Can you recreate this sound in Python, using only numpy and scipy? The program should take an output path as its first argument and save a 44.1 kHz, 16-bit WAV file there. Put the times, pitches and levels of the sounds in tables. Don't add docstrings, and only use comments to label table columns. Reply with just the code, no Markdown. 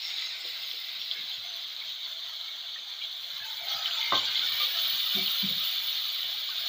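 import sys
import numpy as np
from scipy import signal
from scipy.fft import rfft, irfft, next_fast_len
from scipy.io import wavfile
from scipy.ndimage import uniform_filter1d

SR = 44100
rng = np.random.default_rng(int(sys.argv[2]) if len(sys.argv) > 2 else 0)


def inscribe(sig):
    pcm = np.round(np.clip(np.atleast_2d(sig).T, -1, 1) * 32767)
    wavfile.write(sys.argv[1], SR, pcm.astype(np.int16))


def ratio_of_db(decibels):
    return 10 ** (np.asarray(decibels, float) / 20)


N = 294588
SIZE = next_fast_len(N)
HZ = np.arange(SIZE // 2 + 1) * SR / SIZE
TIME = np.arange(N) / SR

# start_s, level_db, facing_db
BOIL = [(0.0, -37.5, -18), (0.299, -37, -23), (0.5, -37, -15), (0.85, -38, -12.5), (1.15, -36, -19),
        (2.45, -38.5, -18), (2.75, -38.5, -23), (3.1, -39, -18.5), (3.33, -38.5, -10.5), (3.65, -37.5, -5),
        (3.92, -33, -11.5), (4.25, -31, -15), (4.4, -28, -19), (4.5, -29.5, -9), (4.85, -29, -6.5),
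        (5.82, -31, -7.5), (6.471, -33.5, -12.5), (6.68, -31.5, -11)]
# middle_s, length_s, level_db
GUSHES = [(0.08, 0.057, -1), (0.407, 0.16, -3.5), (1.117, 0.029, 3), (1.158, 0.056, -3), (3.042, .05, 4),
          (3.1, 0.054, 0), (3.724, 0.11, 4), (3.865, 0.073, 3.5), (4.165, 0.078, 5), (4.218, .05, -1),
          (4.34, 0.032, -3.5), (4.576, .1, -1), (4.64, 0.061, 2.5), (4.743, 0.14, -2), (4.792, 0.047, 3.5)]
# low_hz, high_hz
BUBBLE_RANGES = [(450, 2600), (2600, 5000), (5000, 11500), (11500, 16500)]
# size_spread_db, shared_swell_db, swell_rate_per_s, patch_db, patch_width_hz, patch_length_s
TEXTURE = [(3, 1.2, 11, 3.5, 29, 0.042), (3.5, 0.78, 51, 2.5, 62, 0.028), (2, 1, 33, 2.5, 200, 0.025),
           (3, 1.5, 60, 2, 1000, 0.015)]
# over_boil_db, gush_share, close_lift_db, dip_lift_db, facing_share
RANGE_MIX = [(-14, 0.41, 5.5, 3, 0.011), (-0.15, 1, 1.34, 0.5, 0.005), (-17, 0.39, 9, -0.5, 0.12),
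             (0.3, .3, 1.5, -4, 0.95)]
# pitch_hz, level_db (per Hz)
NEAR = [(240, -46), (400, -23.5), (568, -31), (692, -23.5), (970, -23), (1200, -21), (1800, -19),
        (2040, -8), (2980, -13.5), (3790, -3.5), (5460, -14.5), (5940, -32), (6650, -26.5), (11500, -55.5),
        (15000, -66), (22000, -120)]
ASIDE = [(240, -48), (400, -29.5), (702, -20), (763, -19), (1360, -16), (2040, -14.5), (2160, -8),
         (2700, -16.5), (3200, 0), (3740, 1.5), (4420, -3.5), (4750, -13), (5000, -18.5), (5380, -25.5),
         (6280, -20.5), (8210, -41), (11500, -60), (15000, -75), (22000, -120)]
ABOVE = [(240, -68.5), (400, -41.5), (515, -31.5), (970, -25), (1250, -20.5), (1680, -22), (2350, -13.5),
         (2630, -16), (2940, -3), (3630, 2.5), (4490, -3.5), (4750, -10), (5000, -18.5), (5540, -27),
         (6740, -29), (8320, -47), (11500, -46.5), (15000, -89), (22000, -120)]
# pitch_hz, level_db (per Hz)
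FIZZ = [(6470, -58), (11000, -31), (13400, -26), (14100, -10), (14600, -5.5), (14900, 3.5), (15400, 0.5)]
# leave_s, arrive_s
MOVES = [
    (.4, 2.24),
    (3.2, 4.17),
]
# pitch_hz, width_hz, boost_db
WOK = [(668, 53, 7.5), (1304, 95, 3), (1590, 190, 3), (2100, 40, 2), (2380, 77, 0.5), (3040, 28, 1.5),
       (3540, 31, 3)]
# start_s, length_s, pitch_hz, level_db
POCKETS = [(0.017, 0.1, 5420, -41.5), (0.258, 0.046, 6400, -52), (0.446, 0.025, 593, -59),
           (0.763, 0.033, 5400, -51), (0.995, 0.065, 5500, -47.5), (1.163, 0.062, 2150, -45.5),
           (1.43, 0.085, 720, -56.5), (1.439, 0.17, 6160, -56.5), (1.813, 0.036, 2200, -44.5),
           (2.046, 0.028, 4350, -38.5), (2.481, 0.027, 2200, -47), (2.76, 0.023, 1850, -45),
           (3.018, 0.038, 2330, -45), (3.018, 0.046, 3250, -38.5), (3.694, 0.028, 4370, -34),
           (3.375, 0.05, 1080, -55.5), (3.805, 0.047, 703, -48), (3.851, 0.022, 3070, -32),
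           (4.008, 0.16, 2120, -39), (4.011, 0.057, 4630, -42), (4.173, 0.025, 6800, -50),
           (4.214, 0.029, 900, -47.5), (4.246, 0.047, 6140, -52), (4.263, 0.065, 1590, -45),
           (4.42, 0.05, 1440, -42.5), (4.591, 0.15, 518, -55.5), (4.736, 0.077, 713, -52),
           (5.16, 0.07, 707, -48), (5.16, 0.087, 2310, -40), (6.632, 0.08, 705, -55.5),
           (3.69, 0.076, 5530, -50), (3.69, .045, 6130, -53), (3.775, .06, 6800, -55),
           (3.785, .035, 6000, -50), (4.015, .04, 6340, -55), (4.055, 0.037, 5750, -55),
           (4.25, 0.055, 5500, -52), (4.455, .02, 6450, -54), (3.435, .05, 1560, -52),
           (3.57, 0.055, 1630, -59), (3.83, 0.052, 2060, -49), (3.88, .04, 1560, -46),
           (4.005, 0.082, 2500, -46), (4.045, 0.028, 2320, -44), (6.24, .03, 2280, -47),
           (6.49, .025, 1150, -50), (6.505, 0.04, 1500, -47), (6.58, 0.032, 1353, -53),
           (6.635, .03, 1660, -52), (3.945, .03, 7150, -56)]
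# start_s, length_s, pitch_hz, width_hz, level_db
STREAMS = [(0.022, .34, 6600, 250, -55.5), (0.4, .03, 7600, 900, -56), (0.11, 0.21, 5000, 150, -52),
           (3.8, 0.055, 706, 67, -53), (5.48, 0.069, 522, 52, -55), (3.74, .11, 4870, 90, -43),
           (5.2, .1, 4400, 95, -42), (1.15, 0.052, 1676, 298, -51), (3.417, 0.35, 884, 67, -55),
           (3.427, 0.065, 2600, 90, -52), (3.576, 0.082, 2300, 66, -48.5), (3.608, 0.26, 689, 82, -50.5),
           (3.67, 0.22, 806, 50, -49.5), (3.72, .33, 1290, 80, -46), (3.4, 0.048, 1700, 84, -45),
           (4.1, 0.078, 2300, 83.33, -46), (5.1, 0.06, 1297, 80, -62), (4.7, 0.13, 1700, 75.6, -49),
           (3.6, 0.19, 696, 38, -53), (3.969, 0.18, 900, 42, -50), (4.6, 0.056, 1200, 64.81, -38.5),
           (4.35, 0.087, 2100, 60, -43), (4.423, 0.35, 2286, 70.5, -45), (4.46, 0.14, 1810, 85, -46),
           (4.5, .05, 1200, 90, -50), (4.43, .05, 850, 70, -53), (4.23, .06, 880, 60, -52),
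           (4.29, .05, 1560, 70, -49), (3.71, .07, 1280, 120, -50), (4.6, .06, 2330, 90, -44),
           (1.33, .04, 6700, 200, -56), (4.145, .055, 5900, 900, -47), (5.045, .055, 1280, 90, -48),
           (4.75, .06, 1300, 110, -50), (.24, .1, 3950, 150, -42), (.17, .09, 3450, 150, -42),
           (.49, .04, 3850, 150, -43), (4.265, .04, 4600, 200, -39), (.1, .03, 2150, 150, -44),
           (.63, .07, 6500, 200, -57)]
# start_s, peak_db, pitch_hz
POPS = [(0.0378, -28, 3880), (0.0515, -17, 3720), (0.1695, -26, 4030), (0.183, -16, 3700),
        (0.7133, -18, 3380), (0.8929, -22, 3660), (1.0155, -19, 3350), (1.1124, -16, 3410),
        (1.316, -20, 3300), (1.539, -20, 4220), (1.764, -18, 3870), (2.0513, -22, 3530),
        (2.2463, -25, 3280), (2.4119, -20, 3740), (3.0165, -23, 2960), (3.0325, -20, 3350),
        (3.048, -18, 3340), (3.3792, -22, 3240), (3.685, -16, 3910), (3.8587, -15, 3020),
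        (3.9095, -16, 3060), (3.9928, -23, 3520), (4.006, -17, 3280), (4.0285, -14, 3350),
        (4.125, -21, 3610), (4.1453, -19, 3860), (4.155, -17, 3800), (4.1784, -17, 3440),
        (4.2532, -13, 3540), (4.356, -19, 3360), (4.356, -15, 3460), (4.3937, -13, 3550),
        (4.4707, -19, 3620), (4.4867, -16, 3670), (4.59, -20, 3480), (4.6173, -12, 3720),
        (4.6463, -13, 3660), (4.6683, -17, 3570), (4.7775, -17, 3600), (4.8618, -19, 3400),
        (4.9486, -15, 3550), (5.11, -23, 3780), (5.1213, -23, 3340), (5.279, -14, 3100),
        (5.3727, -27, 3580), (5.4485, -21, 3530), (5.4884, -12, 3650), (5.5333, -22, 3640),
        (5.5712, -22, 3700), (5.7266, -20, 3600), (5.7389, -19, 3440), (5.9015, -22, 3850),
        (5.9743, -17, 3580), (6.038, -22, 3870), (6.0541, -14, 3730), (6.0911, -25, 4500),
        (6.0907, -21, 3820), (6.1599, -18, 3890), (6.4363, -27, 3400), (6.5006, -21, 4300)]
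# start_s, peak_db, pitch_hz
EXTRA_POPS = [
    (1.1124, -19, 3350),
    (1.1225, -22, 3250),
]
# start_s, peak_db
SPITS = [(0.05, -50), (.165, -52), (0.3696, -49), (0.4459, -49), (0.7228, -46), (.77, -50), (.81, -50),
         (0.9238, -46), (1.225, -52), (1.385, -52), (1.6112, -49), (2.8814, -50), (3.3104, -42),
         (3.5593, -50)]
# pitch_hz, level_db, t60_s
DISH = [(110, -30.5, 0.44), (130, -17, .07), (201, -28, 0.075), (480, -12, .07), (300.5, -15.5, 0.16),
        (349, -13.5, 0.17), (589, -5.5, 0.077), (684, -5, 0.075), (848, -11.5, 0.12), (1068, -1.5, 0.077),
        (1144, 7, 0.029), (1250, -17, .07), (1560, -10.5, 0.15), (1982, -11, 0.11)]
STAND = [(110, -22, 0.37), (156, -12.5, 0.33), (197.6, 12, 0.078), (249, -9.5, 0.17), (300, -16, 0.18),
         (382.4, -13.5, 0.13)]
# start_s, level_db, contact_s, brightness_db (per octave)
DISH_BLOWS = [
    (4.1216, -22, 0.0015, 0.3),
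    (4.132, -25, 0.0035, -0.5),
    (4.161, -51, .002, -11),
    (4.178, -46, .006, -8),
]
STAND_BLOWS = [
    (5.144, -37, 0.017, -10),
    (5.158, -37.5, 0.024, 22),
    (5.205, -40, 0.02, 0),
    (5.424, -28, 0.023, -3.5),
    (5.489, -38, 0.028, -8),
    (5.551, -48, 0.025, -10),
    (5.26, -51, .02, 5),
    (5.585, -56, .02, -5),
]
# start_s, peak_db, pitch_hz
TAPS = [(0.311, -62, 104), (0.446, -47.5, 490), (0.733, -51.5, 474), (1.155, -53, 490), (1.188, -51, 211),
        (1.225, -56, 242), (1.378, -51, 94.2), (2.754, -71, 497), (3.329, -57, 156), (3.408, -52, 96),
        (3.549, -63, 100), (3.62, -58, 110), (3.749, -48, 106), (4.29, -49, 95), (4.527, -48, 102),
        (4.928, -53, 184), (6.251, -53, 110), (6.349, -57, 156), (6.574, -59, 101)]
# pitch_hz, level_db (per Hz)
BURNER = [(15, -61), (25, -18), (49, -14.5), (118, -7.5), (334, -10), (460, -9), (547, -5), (600, -19),
          (780, -29), (1320, -120)]
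# pitch_hz, level_db (per Hz)
HISS = [(4410, -29), (7500, -3), (8090, -21), (8670, -10), (11600, -12), (13500, -6.5)]

BACK_OFF_S = (0.29, 1.27)
DIP_S = (3.2, 3.45, 4.2, 4.4)
DIP_CHURN, DIP_CROWD = 0.41, 25
PATCH_TOP = 2.4
TICKS_PER_S, TICK_SPREAD_DB = 200, 3
TICK_DB, TICK_MID_DB, TICK_TOP_DB = -20, -34, -9
WAVER_HZ, WAVER_SHARE = 59.6, 0.016
GLIDE_SHARE = 0.012
STRAY_COUNT, STRAY_HZ, STRAY_S = 60, (4500, 7400), (0.025, 0.07)
STRAY_DB, STRAY_TILT_DB = -16.5, -9
POP_T60_S, FROTH_DB, FROTH_T60_S = 0.0074, -24, 0.1
TAP_T60_S, KNOCK_LOW_HZ = 0.12, 95
RATTLE_DB, RATTLE_T60_S = -26.5, 0.39
RUMBLE_DB, RUMBLE_SHARE = -45, 0.76
ROOM_T60_S, ROOM_DB, ROOM_LOW_HZ = 0.21, -4.5, 255
HISS_DB, HISS_SHARE = -64.5, 0.27
LIMIT, TOP_HZ = 0.9, 15520


def unit(x):
    return x / np.sqrt(np.mean(x ** 2))


def walk(rate):
    k = int(SR / rate)
    held = rng.standard_normal(400)[np.arange(N) // k % 400]
    slewed = uniform_filter1d(uniform_filter1d(held, k), k)
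    return unit(slewed - uniform_filter1d(slewed, 4 * k))


def colour(points):
    hz, db = np.transpose(points)
    cep = irfft(np.interp(np.log(HZ + 1), np.log(hz), db) * np.log(10) / 20, SIZE)
    cep[1:SIZE // 2] *= 2
    cep[SIZE // 2 + 1:] = 0
    return np.exp(rfft(cep))


def band(x, order, lo, hi):
    return signal.sosfilt(signal.butter(order, [lo, hi], "band", fs=SR, output="sos"), x)


def low_cut(x, order, hz):
    return signal.sosfilt(signal.butter(order, hz, "high", fs=SR, output="sos"), x)


def fade_in(length, rise_s):
    return np.sin(np.pi / 2 * np.clip(np.arange(length) / (rise_s * SR), 0, 1)) ** 2


def add(out, s, sound):
    i = max(int(s * SR), 0)
    out[i:i + len(sound)] += sound[:N - i]


def ring(modes, length):
    t = np.arange(int(length * SR)) / SR
    return sum(ratio_of_db(db - 60 * t / t60) * np.sin(2 * np.pi * hz * t) for hz, db, t60 in modes)


def boil():
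    s, db, _ = np.transpose(BOIL)
    return np.interp(TIME, s, db)


def facing():
    s, _, db = np.transpose(BOIL)
    return np.interp(TIME, s, db)


def dipping(t):
    return np.interp(t, DIP_S, [0, 1, 1, 0])


def bursts(lo, hi, spread_db, swell, patch_db, width_hz, length):
    size = np.minimum(rng.exponential(size=N), 5)
    sparks = rng.standard_normal(N) * ratio_of_db(spread_db * size + swell)
    hz, frames, cells = signal.stft(sparks, SR, nperseg=1024, noverlap=768)
    patches = rng.standard_normal(cells.shape)
    for axis, reach in enumerate((width_hz / hz[1], length * SR / 256)):
        bell = np.exp(-0.5 * (np.arange(-30, 31) / (reach / 2.5)) ** 2)
        patches = signal.oaconvolve(patches, np.expand_dims(bell, 1 - axis), "same", axes=axis)
    patches -= patches[(hz > lo) & (hz < hi)].mean(axis=0)
    share = np.sqrt(np.clip(np.minimum(hz - lo, hi - hz) / 200 + 0.5, 0, 1))[:, None]
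    churn = 1 + DIP_CHURN * dipping(frames)
    flare = ratio_of_db(patch_db * churn * np.minimum(unit(patches), PATCH_TOP))
    patched = signal.istft(cells * share * flare, SR, nperseg=1024, noverlap=768)[1]
    return rfft(patched[:N], SIZE)


def sizzle():
    gush = sum(db * np.cos(np.pi * np.clip((TIME - mid) / length, -0.5, 0.5)) ** 2
               for mid, length, db in GUSHES)
    close, dip = np.interp(TIME, BACK_OFF_S, [1, 0]), dipping(TIME)
    first, second = (np.interp(TIME, move, [0, 1]) for move in MOVES)
    places = [(1 - first, colour(NEAR)), (first - second, colour(ASIDE)), (second, colour(ABOVE))]
    bowl = ratio_of_db(sum(db / (1 + (2 * (HZ - hz) / width) ** 2) for hz, width, db in WOK))
    surge, out = walk(16), 0
    for k, (lo, hi) in enumerate(BUBBLE_RANGES):
        spread_db, swell_db, rate, *patch = TEXTURE[k]
        swell = swell_db * (0.53 * surge + 0.56 * walk(rate))
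        steam = bowl * bursts(lo, hi, spread_db, swell, *patch)
        heard = places if k < len(BUBBLE_RANGES) - 1 else [(0.95, colour(FIZZ))]
        layer = sum(share * unit(irfft(steam * tone, SIZE)[:N]) for share, tone in heard)
        over_db, gushy, close_db, dip_db, aimed = RANGE_MIX[k]
        db = over_db + gushy * gush + close_db * close + dip_db * dip + aimed * facing()
        out = out + layer * ratio_of_db(boil() + db)
    return out


def ticks():
    when, size = rng.random((int(TICKS_PER_S * N / SR), 2)).T
    clicks = np.zeros(N)
    clicks[(when * N).astype(int)] = ratio_of_db(-TICK_SPREAD_DB * np.log(np.maximum(size, 0.04)))
    spectrum = rfft(clicks, SIZE)

    def snap(tone):
        return unit(irfft(spectrum * tone, SIZE)[:N])

    oil = colour(ABOVE)
    body = ratio_of_db(TICK_DB) * snap(oil) + ratio_of_db(TICK_MID_DB) * snap(oil * (HZ > BUBBLE_RANGES[2][0]))
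    top = ratio_of_db(TICK_TOP_DB + facing()) * snap(colour(FIZZ))
    return ratio_of_db(boil()) * (body + top)


def strays():
    when, long, pitch = rng.random((STRAY_COUNT, 3)).T
    odds = np.cumsum(1 + DIP_CROWD * dipping(TIME))
    s = np.interp(when, odds / odds[-1], TIME)
    hz = STRAY_HZ[0] * (STRAY_HZ[1] / STRAY_HZ[0]) ** pitch
    tilt_db = STRAY_TILT_DB * np.maximum(np.log2(hz / 4000), 0)
    db = np.interp(s, TIME, boil()) + STRAY_DB + tilt_db
    return list(zip(s, np.interp(long, [0, 1], STRAY_S), hz, db))


def pockets():
    out = np.zeros(N)
    notes = [(s, length, hz, WAVER_HZ + WAVER_SHARE * hz, db)
             for s, length, hz, db in list(POCKETS) + strays()]
    for s, length, hz, width, db in notes + list(STREAMS):
        t = np.arange(int(length * SR)) / SR
        k = int(SR / width / 2)
        drive = rng.standard_normal((2, 16000))
        wobble = uniform_filter1d(uniform_filter1d(drive, k), k)[:, :len(t)]
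        bend = 1 + GLIDE_SHARE * drive[0, -1] * (t / length - 1) / 2
        waver = 1.1 * wobble.std() + wobble[0] + 1j * wobble[1]
        note = np.real(waver * np.exp(2j * np.pi * hz * t * bend))
        edge = np.sin(np.pi * (t / length) ** 0.48) ** 0.65
        add(out, s, unit(note) * edge * ratio_of_db(db))
    return out


def pops():
    out, froth, puffs = np.zeros(N), np.zeros(N), np.zeros(N)
    t = np.arange(SR // 16) / SR
    for s, db, hz in list(POPS) + list(EXTRA_POPS):
        pop = ring([(hz, db + 5, POP_T60_S)], 0.04)
        add(out, s, pop * fade_in(len(pop), 0.0014))
        add(froth, s, ratio_of_db(db + FROTH_DB - 60 * t / FROTH_T60_S) * rng.standard_normal(len(t)))
    for s, db in SPITS:
        add(puffs, s, ratio_of_db(db - 2.5 - 60 * t / 0.02) * rng.standard_normal(len(t)))
    return out + 3 * band(froth, 5, 2900, 4600) + band(puffs, 2, 11500, 16000)


def knocks():
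    out = np.zeros(N)
    for body, blows in ((DISH, DISH_BLOWS), (STAND, STAND_BLOWS)):
        for s, db, contact, bright_db in blows:
            modes = [(hz, level + bright_db * np.log2(hz / body[2][0]), t60) for hz, level, t60 in body]
            sound = ring(modes, 0.6)
            add(out, s, ratio_of_db(db) * sound * fade_in(len(sound), contact))
    for s, db, hz in TAPS:
        modes = [(hz, db - 2, TAP_T60_S), (0.72 * hz, db - 4, TAP_T60_S), (1.44 * hz, db - 8, TAP_T60_S)]
        sound = ring(modes, 0.4)
        add(out, s, sound * np.clip(np.arange(len(sound)) / (0.004 * SR), 0, 1))
    return low_cut(out, 4, KNOCK_LOW_HZ)


def rattle():
    t = np.maximum(TIME - DISH_BLOWS[0][0], 0)
    level = ratio_of_db(RATTLE_DB - 60 * t / RATTLE_T60_S + 4.5 * walk(71))
    return band(rng.standard_normal(N) * (t > 0) * level, 3, 120, 1250)


def room(events):
    t = np.arange(SR // 2) / SR
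    tail = rng.standard_normal(len(t)) * ratio_of_db(-60 * t / ROOM_T60_S) * (t > 0.004)
    tail = low_cut(tail, 1, ROOM_LOW_HZ)
    return ratio_of_db(ROOM_DB) * signal.fftconvolve(events, tail / np.linalg.norm(tail))[:N]


def burner():
    lumps = bursts(0, 900, 1.5, 1.5 * walk(7), 4, 90, 0.07)
    rumble = unit(irfft(lumps * colour(BURNER), SIZE)[:N])
    return rumble * ratio_of_db(RUMBLE_DB + RUMBLE_SHARE * boil())


def distant_spray():
    noise = unit(irfft(rfft(rng.standard_normal(N), SIZE) * colour(HISS), SIZE)[:N])
    ride_db = HISS_SHARE * (boil() - boil().mean()) + 1.5 * walk(2.9)
    return noise * ratio_of_db(HISS_DB - 1 + ride_db)


def scene():
    events = pops() + knocks() + rattle()
    return (sizzle() + ticks() + pockets() + events + room(events) + burner())[None]


def band_limit(x):
    return signal.sosfilt(signal.butter(12, 16870, fs=SR, output="sos"), x)


def record(dry):
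    held = LIMIT * np.tanh((dry + distant_spray()) / LIMIT)
    mix = irfft(rfft(held, SIZE) * np.clip((TOP_HZ - HZ) / 40, 0, 1), SIZE)[:, :N]
    return band_limit(mix)


dry = scene()
out = record(dry)
inscribe(out)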